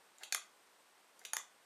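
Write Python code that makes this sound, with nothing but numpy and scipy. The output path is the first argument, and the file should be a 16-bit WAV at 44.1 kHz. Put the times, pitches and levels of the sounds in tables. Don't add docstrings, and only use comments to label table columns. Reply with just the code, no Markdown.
import sys
import numpy as np
from scipy import signal
from scipy.fft import rfft, irfft
from scipy.io import wavfile
from scipy.ndimage import uniform_filter1d

SR = 44100
rng = np.random.default_rng(int(sys.argv[2]) if len(sys.argv) > 2 else 0)


def materialize(psi):
    bounded = np.clip(np.atleast_2d(psi).T, -1, 1)
    quanta = np.round(bounded * 32767).astype(np.int16)
    wavfile.write(sys.argv[1], SR, quanta)


def convert_level_to_amplitude(level_db):
    exponent = np.asarray(level_db, float) / 20
    return 10 ** exponent


N = 72765


def level(x, db):
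    return x * convert_level_to_amplitude(db) / np.sqrt(np.mean(x ** 2))


def unit(x):
    return x / np.sqrt(np.sum(x ** 2))


def band(x, hz, width):
    hz = min(hz, 0.45 * SR)
    return signal.lfilter(*signal.iirpeak(hz, hz / max(width, 20), fs=SR), x)


def walk(rate):
    hold = int(SR / rate)
    steps = np.repeat(rng.standard_normal(N // hold + 1), hold)
    return uniform_filter1d(steps, hold)[:N]


def contacts(rows, ring):
    size = 4096
    chatter_db, rough_db = -14, 2.5
    skirt, narrow = 2.9, 0.98
    t = np.arange(size) / SR
    start = int(rows[0][0] * SR)
    pushes = []
    for at_s, db, chatter_ms, tilt_db in rows:
        grain, rough = rng.standard_normal((2, size))
        push = grain * convert_level_to_amplitude(chatter_db + rough_db * rough) * np.exp(-t * 1000 / chatter_ms)
        push[0] = 1
        lag = max(int(at_s * SR) - start, 0)
        pushes.append((np.pad(push, (lag, 0))[:size] * convert_level_to_amplitude(db), tilt_db))
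    hit = np.zeros(size)
    for k, (hz, width, db) in enumerate(ring):
        octaves = np.log2(hz / 4000)
        push = sum(p * convert_level_to_amplitude(tilt_db * octaves) for p, tilt_db in pushes)
        tone = band(band(push, hz, width * skirt), hz, width * narrow)
        hit += (-1) ** k * convert_level_to_amplitude(db) * unit(tone) * np.sqrt(width)
    loudest_db = max(row[1] for row in rows)
    out = np.zeros(N + size)
    out[start:start + size] = hit * convert_level_to_amplitude(loudest_db) / np.abs(hit).max()
    return out[:N]


# start in seconds, level in dB, chatter in ms, brightness in dB per octave.
FRONT_WHEELS = [(0.3236, -21, .7, -2), (0.3246, -22, .7, 2), (0.3252, -27, .5, -3), (0.3276, -35, 1., 3),
                (0.3302, -36, 1., 3), (0.3314, -38, .6, 5)]
NOSE_WHEELS = [(1.3329, -30, .6, -1), (1.3339, -19, .5, 1), (1.3355, -29, .5, -4), (1.3368, -29, .5, 0)]
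BACK_WHEELS = [(0.3469, -28, .2, 0), (0.3472, -16, .3, 1), (0.3480, -22, .4, -3), (0.3486, -24, .4, -5),
               (0.3494, -27, .4, -4), (0.3500, -30, .3, -3)]
TAIL_WHEELS = [(1.3669, -27, .4, 2), (1.3675, -20, .4, 0), (1.3680, -23, .3, 0), (1.3686, -26, .5, -4),
               (1.3691, -27, .4, -3), (1.3700, -29, .4, -3)]
# centre in Hz, width in Hz, level in dB.
FRONT_RING = [(793, 147, -10), (1570, 160, -0.5), (2295, 220, 1.5), (3500, 220, -6.5), (4518, 280, 2.5),
              (5490, 300, -5), (6260, 210, 0), (6800, 450, 0), (9240, 1150, -8.5), (10840, 1400, -13),
              (12650, 1400, -16), (14700, 590, -24)]
NOSE_RING = [(517, 94, -18), (878, 123, -1), (1570, 240, -1.1), (2240, 310, -9), (3380, 380, -10.5),
             (4600, 230, -8), (5640, 270, -10.5), (6580, 260, 2), (7110, 190, -3), (9030, 830, -8.5),
             (10464, 560, -2.5), (11200, 740, -10), (12800, 410, -9), (14900, 800, -20)]
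BACK_RING = [(807, 310, -9.5), (1200, 175, -2.5), (1704, 340, -2), (1947, 360, 1), (3264, 200, -3.5),
             (4500, 520, -13), (5390, 250, -4), (6060, 1270, -9), (7220, 620, -5.5), (9350, 1000, -10),
             (10430, 590, -5.5), (12070, 1200, -9.5), (13700, 1000, -25)]
TAIL_RING = [(826, 1070, -4), (1440, 1440, 2), (2320, 990, 1.5), (3350, 560, -3.5), (5170, 500, -1),
             (5730, 340, -2), (6130, 1130, -0.5), (7290, 530, 3), (9000, 630, -7), (10800, 520, -2),
             (12560, 1550, -10.5), (13760, 510, -11)]


def landings():
    return [(convert_level_to_amplitude(0.8) * contacts(FRONT_WHEELS, FRONT_RING), -2),
            (convert_level_to_amplitude(1.1) * contacts(NOSE_WHEELS, NOSE_RING), -2),
            (convert_level_to_amplitude(-0.6) * contacts(BACK_WHEELS, BACK_RING), -2.15),
            (convert_level_to_amplitude(0.2) * contacts(TAIL_WHEELS, TAIL_RING), -1.5)]


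# start in seconds, level in dB, chatter in ms, brightness in dB per octave.
POPS = [(0.2338, -34, 1.2, -1), (0.2346, -35.5, 1.5, -1), (0.2367, -43, 1.5, 1), (0.2387, -42, 1.5, 2),
        (0.2425, -46, 2.5, 3)]
SNAPS = [(1.2505, -32, 1.0, -1), (1.2513, -34, 1.5, 0), (1.2532, -39, 1.5, 1), (1.2558, -39, 1.5, 2)]
# centre in Hz, width in Hz, level in dB.
POP_RING = [(440, 85, -11.5), (790, 230, -8.5), (1450, 300, -7.5), (2120, 300, -1), (2690, 860, -5),
            (3200, 370, 5), (4340, 440, 0.5), (6330, 620, -4), (7070, 300, 0), (8300, 1600, -9),
            (10200, 1100, -9), (12540, 950, -10.5), (14200, 520, -17)]
SNAP_RING = [(438, 120, -11), (1070, 140, -22), (1670, 166, -4.5), (2100, 160, -4.5), (3010, 480, 0),
             (3860, 350, -12), (4440, 430, -6), (5730, 610, -7), (7050, 440, -3.5), (8350, 940, -19),
             (9940, 950, -8.5), (12130, 540, -11), (13600, 800, -17)]


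def tail_pops():
    return [(convert_level_to_amplitude(0.1) * contacts(POPS, POP_RING), 0),
            (convert_level_to_amplitude(0.93) * contacts(SNAPS, SNAP_RING), 0)]


# start in seconds, level in dB, chatter in ms, brightness in dB per octave.
THUDS = [
    (0.2368, -72, 2.6, 0),
    (0.324, -48, 1.1, 0),
    (0.3476, -43.5, 3.1, 0),
    (1.2504, -56.5, 4.1, 0),
    (1.335, -48.5, 1.46, 0),
    (1.3671, -38, 0.93, 1),
]
# centre in Hz, width in Hz, level in dB.
THUD_RING = [(290, 250, -11.5), (522, 200, 0), (805, 260, -0.5), (1363, 820, 0.5)]


def floor_thuds():
    return sum(contacts([row], THUD_RING) for row in THUDS)


# start in seconds, level in dB, chatter in ms, brightness in dB per octave.
TICKS = [
    (0.1837, -45, 1.5, 0),
    (0.3190, -57, .6, 2),
]
RATTLES = [
    (1.1912, -52, .8, 2),
    (1.1934, -46, 1.6, 1),
    (1.2390, -55, .8, 5),
]
# centre in Hz, width in Hz, level in dB.
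TICK_RING = [(3670, 620, 0.5), (5750, 400, -3), (7050, 730, 9.5), (9200, 2100, -5), (12100, 1400, -4),
             (13000, 640, -9)]
RATTLE_RING = [(4700, 400, 1.5), (6000, 500, -1), (6960, 690, 3.5), (9860, 600, -1), (10700, 450, -1),
               (11900, 980, -3), (13600, 1700, -11)]


def truck_ticks():
    ticks = sum(contacts([row], TICK_RING) for row in TICKS)
    return ticks + sum(contacts([row], RATTLE_RING) for row in RATTLES)


# start in seconds, end in seconds, level at the end in dB,
# rise up to the end in dB.
SCRAPES = [
    (0.186, 0.231, -55, 26),
    (1.212, 1.27, -81, -15),
]
# centre in Hz, width in Hz, level in dB.
SCRAPE_RING = [(464, 100, -7), (779, 78, 2), (1583, 270, 0.5), (2005, 120, -3), (3630, 1200, -3),
               (7300, 630, -24)]


def scrapes():
    t = np.arange(N) / SR
    env = np.zeros(N)
    for t0, t1, db, rise_db in SCRAPES:
        to_go = np.clip((t1 - t) / (t1 - t0), 0, 1)
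        onset = np.clip((t - t0) / 0.003, 0, 1)
        env += convert_level_to_amplitude(db - rise_db * to_go) * onset * (t < t1)
    grit = rng.standard_normal(N) * convert_level_to_amplitude(0.88 * walk(200))
    rung = sum(convert_level_to_amplitude(db) * band(grit, hz, width) / np.sqrt(width) for hz, width, db in SCRAPE_RING)
    return env * level(rung, 0)


# start in seconds, level in dB, chatter in ms, brightness in dB per octave.
BRUSHES = [
    (0.2095, -55, 3., 0),
    (0.2150, -52, 4., 0),
    (0.2245, -49, 3., 0),
    (0.2275, -49, 3., 0),
    (1.2152, -54, 2.5, 4),
    (1.2440, -58, 2.5, 2),
]


def tail_brushes():
    return sum(contacts([row], SCRAPE_RING[:4]) for row in BRUSHES)


# centre in Hz, width in Hz, level in dB.
ROOM_COLOUR = [(720, 230, 1), (1190, 170, 3), (2010, 82, 3.5), (2520, 250, 5.5), (3130, 220, -3.5),
               (3710, 710, 4), (4230, 380, -6), (5130, 360, -12), (6650, 1900, 1.5), (7400, 290, -2.5)]


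def coloured(tail):
    wave = rfft(tail)
    hz = np.fft.rfftfreq(len(tail), 1 / SR)
    fine, broad = (uniform_filter1d(np.abs(wave) ** 2, size=k) for k in (100, 500))
    db = sum(gain * np.exp(-((hz - centre) / width) ** 2 * 2) for centre, width, gain in ROOM_COLOUR)
    out = irfft(wave * np.sqrt(broad / fine) * convert_level_to_amplitude(db), len(tail))
    return out * (np.arange(len(tail)) < len(tail) // 2 + len(tail) // 4)


# frequency in Hz, time to fall 60 dB in seconds, level in dB.
ROOM = [(256, 0.8, -11), (524, 0.21, -2.5), (1170, 0.32, -2.5), (1710, 0.33, -16), (3660, 0.25, 2.5),
        (6850, 0.27, -7.5), (9740, 0.14, 10.5), (13800, 0.12, -14.5)]
ECHO_MS = (3, 5.5, 13.5, 16, 30)
# level in dB, smear in ms.
ECHOES = [(-20, 1.2), (-20.5, 2), (-23, 0.7), (-16, 0.73), (-21.5, 4.4)]
# delay in ms, centre in Hz, width in Hz, level in dB.
DULL_ECHOES = [(15.3, 670, 190, -12), (16.4, 1110, 150, -16), (28.49, 1310, 200, -7.5),
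               (30, 2400, 450, -20)]


def room(x):
    start_ms, build_ms, tail_db = 0.39, 8.7, -30.5
    t = np.arange(SR // 2) / SR
    table = np.array(ROOM)
    log_hz = np.log(table[:, 0])
    tail = np.zeros(len(t))
    for hz in 180 * 2 ** np.arange(0, 6.6, 0.5):
        t60 = np.interp(np.log(hz), log_hz, table[:, 1])
        db = np.interp(np.log(hz), log_hz, table[:, 2])
        noise = band(band(rng.standard_normal(len(t)), hz, hz / 2), hz, hz / 2)
        tail += noise * convert_level_to_amplitude(db - 60 * t / t60)
    tail *= np.clip((t * 1000 - start_ms) / build_ms, 0, 1) * convert_level_to_amplitude(tail_db)
    grain = rng.standard_normal(len(t))
    for ms, (db, smear) in zip(ECHO_MS, ECHOES):
        late = t * 1000 - ms
        fade = (late > 0) * np.exp(-np.abs(late) / smear)
        tail += convert_level_to_amplitude(db) * grain * fade / np.sqrt(smear * SR / 2000)
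    tail = coloured(tail)
    for ms, hz, width, db in DULL_ECHOES:
        click = np.zeros(len(t))
        click[int(ms * SR / 1000)] = 1
        tail = tail + convert_level_to_amplitude(db) * band(click, hz, width)
    return signal.fftconvolve(x, tail)[:N]


# centre in Hz, width in Hz.
NOTCHES = [(7950, 140), (12400, 580)]


def microphone(heard):
    for hz, width in NOTCHES:
        heard = heard - band(heard, hz, width)
    return signal.sosfilt(signal.butter(4, 280, "high", fs=SR, output="sos"), heard)


# frequency in Hz, level in dB.
HISS = [(20, -24), (60, -26.5), (120, -21), (200, -13.5), (400, -5.5), (1020, -3), (3830, -12),
        (15000, -22.5)]


def hiss():
    table = np.array(HISS)
    hz = np.fft.rfftfreq(N, 1 / SR)
    shape = convert_level_to_amplitude(np.interp(np.log(hz + 1), np.log(table[:, 0]), table[:, 1]))
    base = level(irfft(rfft(rng.standard_normal(N)) * shape, N), 0)
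    bump = level(band(rng.standard_normal(N), 8390, 900), -12)
    top_cut = signal.ellip(8, 0.3, 60, 14670, fs=SR, output="sos")
    dull = signal.sosfilt(top_cut, base + bump)
    flicker = convert_level_to_amplitude(0.6 * walk(45.27))
    return level(dull * flicker, -67.5)


def hum():
    return convert_level_to_amplitude(-96.5) * np.sqrt(2) * np.sin(2 * np.pi * 202 * np.arange(N) / SR)


def scene():
    ticks = truck_ticks()
    soft = tail_brushes() + scrapes() + floor_thuds()
    parts = [(ticks, -0.5), (soft, 0)] + tail_pops() + landings()
    direct = sum(x for x, _ in parts)
    to_room = sum(convert_level_to_amplitude(room_db) * x for x, room_db in parts)
    heard = microphone(direct + room(to_room))
    return (heard + hiss() + hum())[None, :]


def roll_off(x):
    return signal.sosfilt(signal.butter(12, 16560, fs=SR, output="sos"), x)


def record(dry):
    top_cut = signal.ellip(8, 0.2, 70, 16100, fs=SR, output="sos")
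    mix = signal.sosfilt(top_cut, dry)
    return roll_off(mix)


dry = scene()
out = record(dry)
materialize(out)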